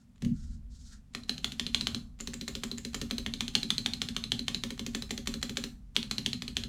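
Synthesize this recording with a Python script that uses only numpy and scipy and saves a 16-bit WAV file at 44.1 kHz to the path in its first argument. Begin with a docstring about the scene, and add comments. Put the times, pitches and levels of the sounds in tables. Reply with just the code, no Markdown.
"""A hand bumps the board, a low desk rumble swells with it and stays underneath, and fingertips brush the board.
A finger then taps a long plastic spacebar on a bare keyboard plate lying on cardboard on a desk, in mono.
Presses and releases clack: decaying modes for the key, filtered noise for its loose parts.
The desk carries a late thud to the microphone as slower modes; the small room answers by echoes and sparse taps.
Rumble, brushing skin and quiet air are coloured noise."""
import sys
import numpy as np
from scipy import signal
from scipy.fft import rfft, irfft
from scipy.io import wavfile
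from scipy.ndimage import uniform_filter1d

SR = 44100
rng = np.random.default_rng(int(sys.argv[2]) if len(sys.argv) > 2 else 0)


def linear_from_db(decibels):
    """Turn decibels (scalar or array-like) into linear amplitude factors; 0 gives 1."""
    return 10 ** (np.asarray(decibels, float) / 20)


def to_wav(sig):
    """Store sig (one row per channel, or 1-D mono) as 16-bit WAV at the path in sys.argv[1].

    Samples outside -1..1 are clipped; the rate is SR.
    """
    pcm = np.clip(np.atleast_2d(sig), -1, 1) * 32767
    pcm = np.round(pcm).astype(np.int16)
    wavfile.write(sys.argv[1], SR, pcm.T)  # frames by channels


N = 294588

# Spectra (AIR, DEEP, UPPER, SKIN, RATTLE, TICK) shape noise that is then scaled to rms 1.
# quiet air: [pitch_hz, relative_db per Hz]
AIR_SPECTRUM = [(250, -56), (350, -6.5), (600, -11.5), (2000, -18.5), (6000, -22), (9000, -24.5),
                (16000, -34.5)]
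AIR_DB = -76.5
# deep rumble in the desk: [pitch_hz, relative_db per Hz]
DEEP_SPECTRUM = [(15, -4), (30, 12), (55, 11), (85, 4.5), (110, -51), (300, -110)]
# course of the deep rumble: [time_s, level_db]
DEEP_LEVEL = [(0, -71), (.19, -59), (.24, -41.5), (.55, -40), (.75, -48.5), (1.11, -54), (1.95, -47.5),
              (2.53, -52), (3.2, -43), (3.45, -53), (4.2, -49), (4.6, -52), (5.26, -47), (5.8, -51.5),
              (6.4, -55.5), (6.59, -43), (6.68, -47)]
# upper rumble in the desk: [pitch_hz, relative_db per Hz]
UPPER_SPECTRUM = [(20, -72.5), (70, -6.5), (95, -7), (125, -0.5), (170, -5), (240, 0), (290, -19),
                  (380, -33.5), (900, -110)]
# the upper rumble grows with recent thuds
UPPER_REST_DB, UPPER_TAPPED_DB, UPPER_SETTLE_S = -61.5, -16, 0.1
# the hand bumps the board, which then keeps shifting
BUMP_S, BUMP_DB, BUMP_RISE_S, BUMP_HOLD_S, BUMP_T60_S = 0.21, -33.5, 0.03, 0.096, 0.14
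BUMP_AFTER_DB, BUMP_AFTER_T60_S = -48, 1.66

# fingers brushing the board: [start_s, length_s, level_db, swell_db toward the end, low_part_db]
BRUSH_STROKES = [(-.1, 0.12, -77, 1, 1), (0.315, 0.25, -64, -7, -2), (0.677, 0.25, -67.5, 6.5, -10),
                 (.88, 0.083, -62.5, -4, 7.5)]
# skin on the board: [pitch_hz, relative_db per Hz]
SKIN_SPECTRUM = [(290, -52), (500, -24), (619, -31), (1240, -14), (1350, 1), (2500, -16), (4050, -3),
                 (7060, -2), (10800, -20), (15000, -35)]
SKIN_SPLIT_HZ = 2500  # below this lies the low part of a stroke
BRUSH_RISE_S, BRUSH_T60_S, BRUSH_FLICKER_DB = 0.045, 0.14, 2

# modes of desk and cardboard: [pitch_hz, relative_db, t60_s, delay_s, rise_s]
DESK_MODES = [(119, -16.5, 0.13, 0.0022, 0.0056), (165, -33.5, 0.056, 0.0076, 0.0087),
              (218.4, 8.5, 0.028, 0.0012, 0.0045), (234.8, 1.5, 0.18, 0.01248, 0.0077),
              (275, -11.5, 0.19, 0.01312, 0.0054), (389.5, -13, 0.16, 0.0011, 0.0017),
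              (425, -10, 0.071, 0.00071, 0.0047), (532, -21, 0.14, 0.0011, 0.0096),
              (551, -18.5, 0.089, 0.00026, 0.0082)]
FAR_TILT_DB = 4  # per octave above the lowest desk mode: the far end sounds the cardboard more than the desk

# nearby surfaces: [delay_s, level_db]
NEAR_ECHOES = [(.0112, -21), (.0135, -10)]
# decay of the room: [pitch_hz, t60_s]
ROOM_DECAY = [(300, 1), (1000, 0.37), (3000, 0.24), (7000, 0.3), (11000, 0.35), (15000, 0.39)]
ROOM_DB = -8  # energy of a whole tail before the near echoes

# modes of keycap, switch and plate: [pitch_hz, relative_db within its part, t60_s]
KEY_MODES = [(806, -13, 0.021), (1178, -6, 0.0088), (1360, 0.5, 0.0056), (1824, -5, 0.015),
             (1986, -5, 0.012), (2150, -12.5, 0.016), (2566, -6, 0.01), (2670, 1, 0.0044),
             (3093, -4, 0.0043), (3296, -5, 0.0068), (3448, -11, 0.0084), (3634, -4.5, 0.0068),
             (3973, 1.5, 0.012), (4056, -5.5, 0.017), (4117, -2, 0.014), (4690, -17.5, 0.02),
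             (4770, -6.5, 0.0063), (5390, -15, 0.0055), (5925, -15, 0.013), (6257, -3, 0.01),
             (7110, -5, 0.0092), (7316, -5, 0.0089), (7580, -2.5, 0.0025), (9200, -33.5, .006)]
# edges between the parts knock, body, cap ring, stem and wire: [pitch_hz]
PART_EDGES_HZ = [2720, 3750, 4600, 6600]
# loose parts of the key: [pitch_hz, relative_db per Hz]
RATTLE_SPECTRUM = [(400, -20), (1200, -4), (3000, 3.5), (7000, -2.5), (10000, -9), (13000, -16),
                   (16000, -26.5)]
# high hiss of the loose wire at the far end: [pitch_hz, relative_db per Hz]
TICK_SPECTRUM = [(5000, -30.5), (9000, -9.5), (13000, 5.5), (15500, 2), (17000, -26)]
TICK_DB, WIRE_IN_CLACK_DB = -25, -6  # both against the stem

# the fingertip meets the cap: [start_s, level_db]
TOUCHES = [(0.159, -60), (0.18, -60), (1.137, -50.5), (1.287, -47.5), (2.19, -49.5), (2.197, -49.5),
           (2.933, -42), (3.1015, -44), (4.1472, -47), (4.7777, -43), (4.935, -50), (5.0935, -45),
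           (5.259, -44), (5.4154, -43), (5.557, -50), (5.9551, -42)]
# parts of a touch, added to its level: [knock_db, body_db, cap_ring_db, stem_db, wire_db]
TOUCH_SHARE_DB = [0, 1.5, -2.5, -8, -2]
# the bar bottoms out: [start_s, body_db, cap_ring_db]
PRESSES = [(1.149, -23, -26.5), (1.294, -15.5, -15.5), (1.4442, -12.5, -20), (1.5964, -13.5, -19.5),
           (1.7461, -7, -15), (1.8701, -12.5, -18), (2.2024, -38.5, -40.5), (2.3346, -35.5, -45),
           (2.479, -28, -24.5), (2.635, -19, -26.5), (2.776, -42.5, -57), (2.9444, -20.5, -24.5),
           (3.11, -16.5, -21), (3.2628, -18.5, -30), (3.407, -13.5, -25), (3.5521, -6, -9),
           (3.704, -8.5, -17.5), (3.8608, -10, -20), (4.0174, -11.5, -21.5), (4.165, -13, -23),
           (4.3189, -9.5, -14), (4.4814, -12.5, -23), (4.6365, -19.5, -28), (4.7937, -23, -29),
           (4.9484, -20, -22.5), (5.1073, -17, -23), (5.2726, -17, -21), (5.4277, -18, -20.5),
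           (5.5707, -15, -23.5), (5.9645, -5.5, -16), (6.1116, -17.5, -20), (6.2613, -9.5, -17),
           (6.421, -22.5, -27.5), (6.5681, -10.5, -22)]
# the bar springs back to its stop: [start_s, body_db, cap_ring_db]
RELEASES = [(1.235, -58, -37.5), (1.3801, -27, -31), (1.5202, -23, -29), (1.6655, -20.5, -21.5),
            (1.81, -19, -16), (1.9466, -20.5, -20), (2.2732, -28, -24.5), (2.4115, -27.5, -25.5),
            (2.5521, -22.5, -26.5), (2.7144, -48, -24), (2.8496, -28, -25.5), (3.0145, -23, -23.5),
            (3.1818, -31, -22), (3.3377, -21, -22), (3.4803, -20, -23), (3.6308, -20.5, -16.5),
            (3.781, -18, -14.5), (3.9353, -24, -17.5), (4.087, -19.5, -23), (4.2392, -23.5, -21.5),
            (4.3928, -23.5, -21), (4.5461, -25.5, -15.5), (4.7049, -26.5, -28), (4.864, -23, -29),
            (5.0225, -31, -24.5), (5.1773, -22.5, -28), (5.3399, -25.5, -25), (5.4948, -24.5, -28),
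            (5.639, -31.5, -22.5), (6.0287, -23.5, -25.5), (6.182, -17.5, -16.5), (6.3313, -19.5, -19.5),
            (6.4795, -23, -23), (6.6366, -22, -25)]
# the hand knocks the board: [start_s, body_db, cap_ring_db]
HAND_KNOCKS = [(0.2211, -45, -37.5), (0.2479, -41, -49)]
# while the finger taps the far end of the bar: [from_s, to_s]
FAR_END_SPANS = [(2.15, 3.22), (4.6, 5.7)]

USUAL_DB = -20  # strength of an ordinary clack
# Laws: rows are knock, stem and desk thud; [usual_db, db per db of strength, far_end_extra_db]
PRESS_LAW = [(-28.5, 0.66, 3), (-30, 0.5372, -0.5), (-36, 0.2971, -1)]
# the same rows and columns for a release
RELEASE_LAW = [(-46, 0.7, 11), (-34, .9, 4.7), (-37.5, 0.75, 1.8)]
# the same rows and columns for the hand on the board
HAND_LAW = [(-37, .1, 0), (-36.5, 0.079, 0), (-29.5, 0.22, 0)]
# random spread of the laws: [knock_db, stem_db, thud_db]
SCATTER_DB = [2, 1.2, 2]
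KNOCK_MOST_DB = -24.5  # harder blows add no more knock

# when the steadying wire under the bar lands a moment after the press: [from_s, to_s]
WIRE_SPANS = [(2.15, 3.0), (4.9, 5.7)]
# parts of a wire landing, added to its level: [knock_db, body_db, cap_ring_db, stem_db, wire_db]
WIRE_SHARE_DB = [-36, -14.5, -7.5, -8, 3.5]
WIRE_DB = -30
WIRE_LAG_S, WIRE_LAG_SLOPE = 0.0037, 0.00011  # at usual strength; s later per dB softer


def evened(x):
    """Scales to rms 1."""
    return x / np.sqrt(np.mean(x ** 2) + 1e-20)


def read(points, hz):
    """Reads a spectrum on a log-frequency axis."""
    f, value = np.transpose(points)
    return np.interp(np.log(hz + 1), np.log(f + 1), value)


def level(rows):
    """Gain along a dB curve, silent outside it."""
    time_s, level_db = np.transpose(rows)
    return linear_from_db(np.interp(np.arange(N) / SR, time_s, level_db, -200, -200))


def add(mix, s, sound):
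    """Mixes a sound in at time s."""
    part = mix[round(s * SR):][:len(sound)]
    part += sound[:len(part)]


def noise(spectrum):
    """Steady noise of a given colour, at rms 1."""
    hz = np.fft.rfftfreq(N, 1 / SR)
    white = rfft(rng.standard_normal(N))
    return evened(irfft(white * linear_from_db(read(spectrum, hz)), N))


def envelope(start, rise, hold, t60):
    """Rises, holds and dies away."""
    t = np.arange(N) / SR - start
    return np.clip(t / rise, 0, 1) ** 2 * linear_from_db(-60 * np.maximum(t - rise - hold, 0) / t60)


def inside(s, spans):
    """Whether time s lies in one of the spans."""
    return any(a <= s < b for a, b in spans)


def strength_db(body_db, ring_db):
    """Body and cap ring heard together, against an ordinary clack."""
    return 20 * np.log10(np.hypot(linear_from_db(body_db), linear_from_db(ring_db))) - USUAL_DB


def clacks():
    """Every blow as (s, knock, body, cap ring, stem, thud dB); knock, stem and thud follow the law of its kind."""
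    rows = []
    for table, law in ((PRESSES, PRESS_LAW), (RELEASES, RELEASE_LAW), (HAND_KNOCKS, HAND_LAW)):
        usual_db, slope, far_db = np.transpose(law)
        chance = rng.standard_normal((len(table), len(law)))
        for (s, body_db, ring_db), luck in zip(table, chance):
            lawful_db = usual_db + slope * strength_db(body_db, ring_db)
            lawful_db = lawful_db + far_db * inside(s, FAR_END_SPANS)
            knock, stem, thud = lawful_db + luck * SCATTER_DB
            rows.append((s, min(knock, KNOCK_MOST_DB), body_db, ring_db, stem, thud))
    return rows


def air():
    """Quiet air at the microphone: steady coloured noise."""
    return linear_from_db(AIR_DB) * noise(AIR_SPECTRUM)


def rumble(blows):
    """Low noise in the desk: deep part on its own, upper part stirred by the thuds and the bump of the hand."""
    thuds = np.zeros(N)
    settle = np.exp(-np.arange(SR) / SR / UPPER_SETTLE_S)
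    for s, *_, thud_db in blows[:-len(HAND_KNOCKS)]:  # presses and releases only
        add(thuds, s, linear_from_db(thud_db) * settle)
    bump = linear_from_db(BUMP_DB) * envelope(BUMP_S, BUMP_RISE_S, BUMP_HOLD_S, BUMP_T60_S)
    after = linear_from_db(BUMP_AFTER_DB) * envelope(BUMP_S, BUMP_RISE_S, BUMP_HOLD_S, BUMP_AFTER_T60_S)
    tapped = linear_from_db(UPPER_TAPPED_DB) * uniform_filter1d(thuds, size=SR // 20)
    upper = linear_from_db(UPPER_REST_DB) + tapped + bump + after
    return noise(DEEP_SPECTRUM) * level(DEEP_LEVEL) + noise(UPPER_SPECTRUM) * upper


def brush():
    """Skin hisses over the board in short uneven strokes, each with its own share of low part."""
    t, skin = np.arange(N) / SR, noise(SKIN_SPECTRUM)
    lowpass = signal.butter(4, SKIN_SPLIT_HZ, fs=SR, output="sos")
    low = signal.sosfiltfilt(lowpass, skin)
    high = skin - low
    strokes = np.zeros(N)
    for s, length, db, swell_db, low_db in BRUSH_STROKES:
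        swelling = linear_from_db(db + swell_db * np.clip((t - s) / length, 0, 1))
        shape = envelope(s, BRUSH_RISE_S, length - BRUSH_RISE_S, BRUSH_T60_S)
        strokes += swelling * shape * (high + linear_from_db(low_db) * low)
    flicker = evened(uniform_filter1d(rng.standard_normal(N), size=SR // 40))
    return strokes * linear_from_db(BRUSH_FLICKER_DB * flicker)


def desk(blows):
    """Each blow rings the desk modes; some start almost at once, others arrive late through the cardboard."""
    hz, db, t60, delay, rise = np.transpose(DESK_MODES)
    t = np.maximum(np.arange(SR // 3)[:, None] / SR - delay, 0)
    fade = linear_from_db(db - 60 * t / t60) * (1 - np.exp(-(t / rise) ** 2))
    chance = rng.standard_normal((len(blows), 3, len(DESK_MODES)))
    out = np.zeros(N)
    for (s, *_, thud_db), (size, phase, detune) in zip(blows, chance):
        loose_hz = hz * (1 + 0.012 * detune)  # the board lies loosely
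        rings = fade * np.sin(2 * np.pi * loose_hz * t + 0.4 * phase)
        tilt_db = FAR_TILT_DB * inside(s, FAR_END_SPANS) * np.log2(hz / hz[0])
        add(out, s, linear_from_db(thud_db) * rings @ linear_from_db(tilt_db + 2 * size))
    return out


def room(x):
    """A few near echoes, then sparse taps whose bands die at their own speed; three tails take turns."""
    taps = np.zeros((3, SR // 2))
    starts = np.arange(160, SR // 2 - 20, 20)
    at = starts + rng.integers(0, 20, (3, len(starts)))  # one tap in every 20 samples
    np.put_along_axis(taps, at, rng.choice([-1., 1.], at.shape), 1)
    hz, t, z = signal.stft(taps, SR, nperseg=128)
    decay = linear_from_db(-60 * t / read(ROOM_DECAY, hz)[:, None])
    tails = signal.istft(z * decay, SR, nperseg=128)[1]
    tails *= 1 - np.exp(-(np.arange(tails.shape[1]) / SR / 0.0056) ** 2)  # the walls answer late
    tails *= linear_from_db(ROOM_DB) / np.linalg.norm(tails, axis=1, keepdims=True)
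    for delay, db in NEAR_ECHOES:
        tails[:, round(delay * SR)] += linear_from_db(db)
    cycles = 1.9 * np.arange(N) / SR + np.arange(3)[:, None] / 3  # 1.9 turns a second, a third apart
    turn = np.cos(2 * np.pi * cycles) * np.sqrt(2 / 3)
    return signal.fftconvolve(x * turn, tails, axes=1).sum(0)[:N]


def key_contacts(blows):
    """Blows, late wire landings and fingertip touches as (s, knock, body, cap ring, stem, wire dB)."""
    contacts = [(*row[:5], row[4] + WIRE_IN_CLACK_DB) for row in blows]
    for s, *db in PRESSES:
        if inside(s, WIRE_SPANS):
            lag = WIRE_LAG_S - WIRE_LAG_SLOPE * strength_db(*db)
            contacts.append((s + lag, *np.add(WIRE_DB, WIRE_SHARE_DB)))
    contacts += [(s, *np.add(db, TOUCH_SHARE_DB)) for s, db in TOUCHES]
    return contacts


def key_ring(contacts):
    """Each contact rings the modes of all five parts, each part at its own level."""
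    hz, db, t60 = np.transpose(KEY_MODES)
    t = np.arange(SR // 30)[:, None] / SR
    fade = linear_from_db(db - 60 * t / t60) * (1 - np.exp(-(t / 0.00036) ** 2))
    members = np.searchsorted(PART_EDGES_HZ, hz)[:, None] == np.arange(len(PART_EDGES_HZ) + 1)
    chance = rng.standard_normal((len(contacts), 3, len(KEY_MODES)))
    out = np.zeros(N)
    for (s, *parts_db), (size, phase, detune) in zip(contacts, chance):
        landing = linear_from_db(2 * size) * np.exp(0.4j * phase)  # no two blows land alike
        varied_hz = hz * (1 + 0.015 * detune)  # each contact's modes vary slightly in pitch at random
        parts = fade * np.exp(2j * np.pi * varied_hz * t) @ (landing[:, None] * members)
        parts = parts.imag / abs(parts).max(0)  # each part peaks near 1 before its level
        add(out, s, parts @ linear_from_db(np.array(parts_db)))
    return out


def key_rattle(contacts):
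    """Loose parts hiss before and after a contact: the stem slides, all shake, the far wire ticks high up."""
    t = np.arange(SR // 10) / SR
    shake = linear_from_db(-60 * t / 0.026) + linear_from_db(-17 - 60 * t / 0.25)  # quick fade over a weaker, slower one
    shake *= 1 - np.exp(-t / 0.00017)
    slide = np.linspace(0, 1, SR // 60) ** 0.17  # the stem hisses in its guide as it gathers speed
    rattling, ticking = np.zeros((2, N))
    for s, _, _, _, stem_db, _ in contacts:
        add(rattling, s - len(slide) / SR, linear_from_db(stem_db - 34.5) * slide)
        add(rattling, s, linear_from_db(stem_db - 5.5) * shake)
        if inside(s, FAR_END_SPANS):
            add(ticking, s, linear_from_db(stem_db + TICK_DB) * shake)
    return rattling * noise(RATTLE_SPECTRUM) + ticking * noise(TICK_SPECTRUM)


def key(blows):
    """The spacebar itself: ringing modes of the struck parts and noise of the loose ones."""
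    contacts = key_contacts(blows)
    return key_ring(contacts) + key_rattle(contacts)


def scene():
    """Air, rumble, fingers and desk under the key; only the key sounds in the room."""
    blows = clacks()
    near = key(blows)
    return (air() + rumble(blows) + brush() + desk(blows) + room(near) + near)[None]


def low_pass(x):
    """Removes everything above the highest recorded frequency."""
    return signal.sosfilt(signal.butter(12, 16770, fs=SR, output="sos"), x)


def record(dry):
    """The finished mix, as stored."""
    return low_pass(dry)


dry = scene()
out = record(dry)
to_wav(out)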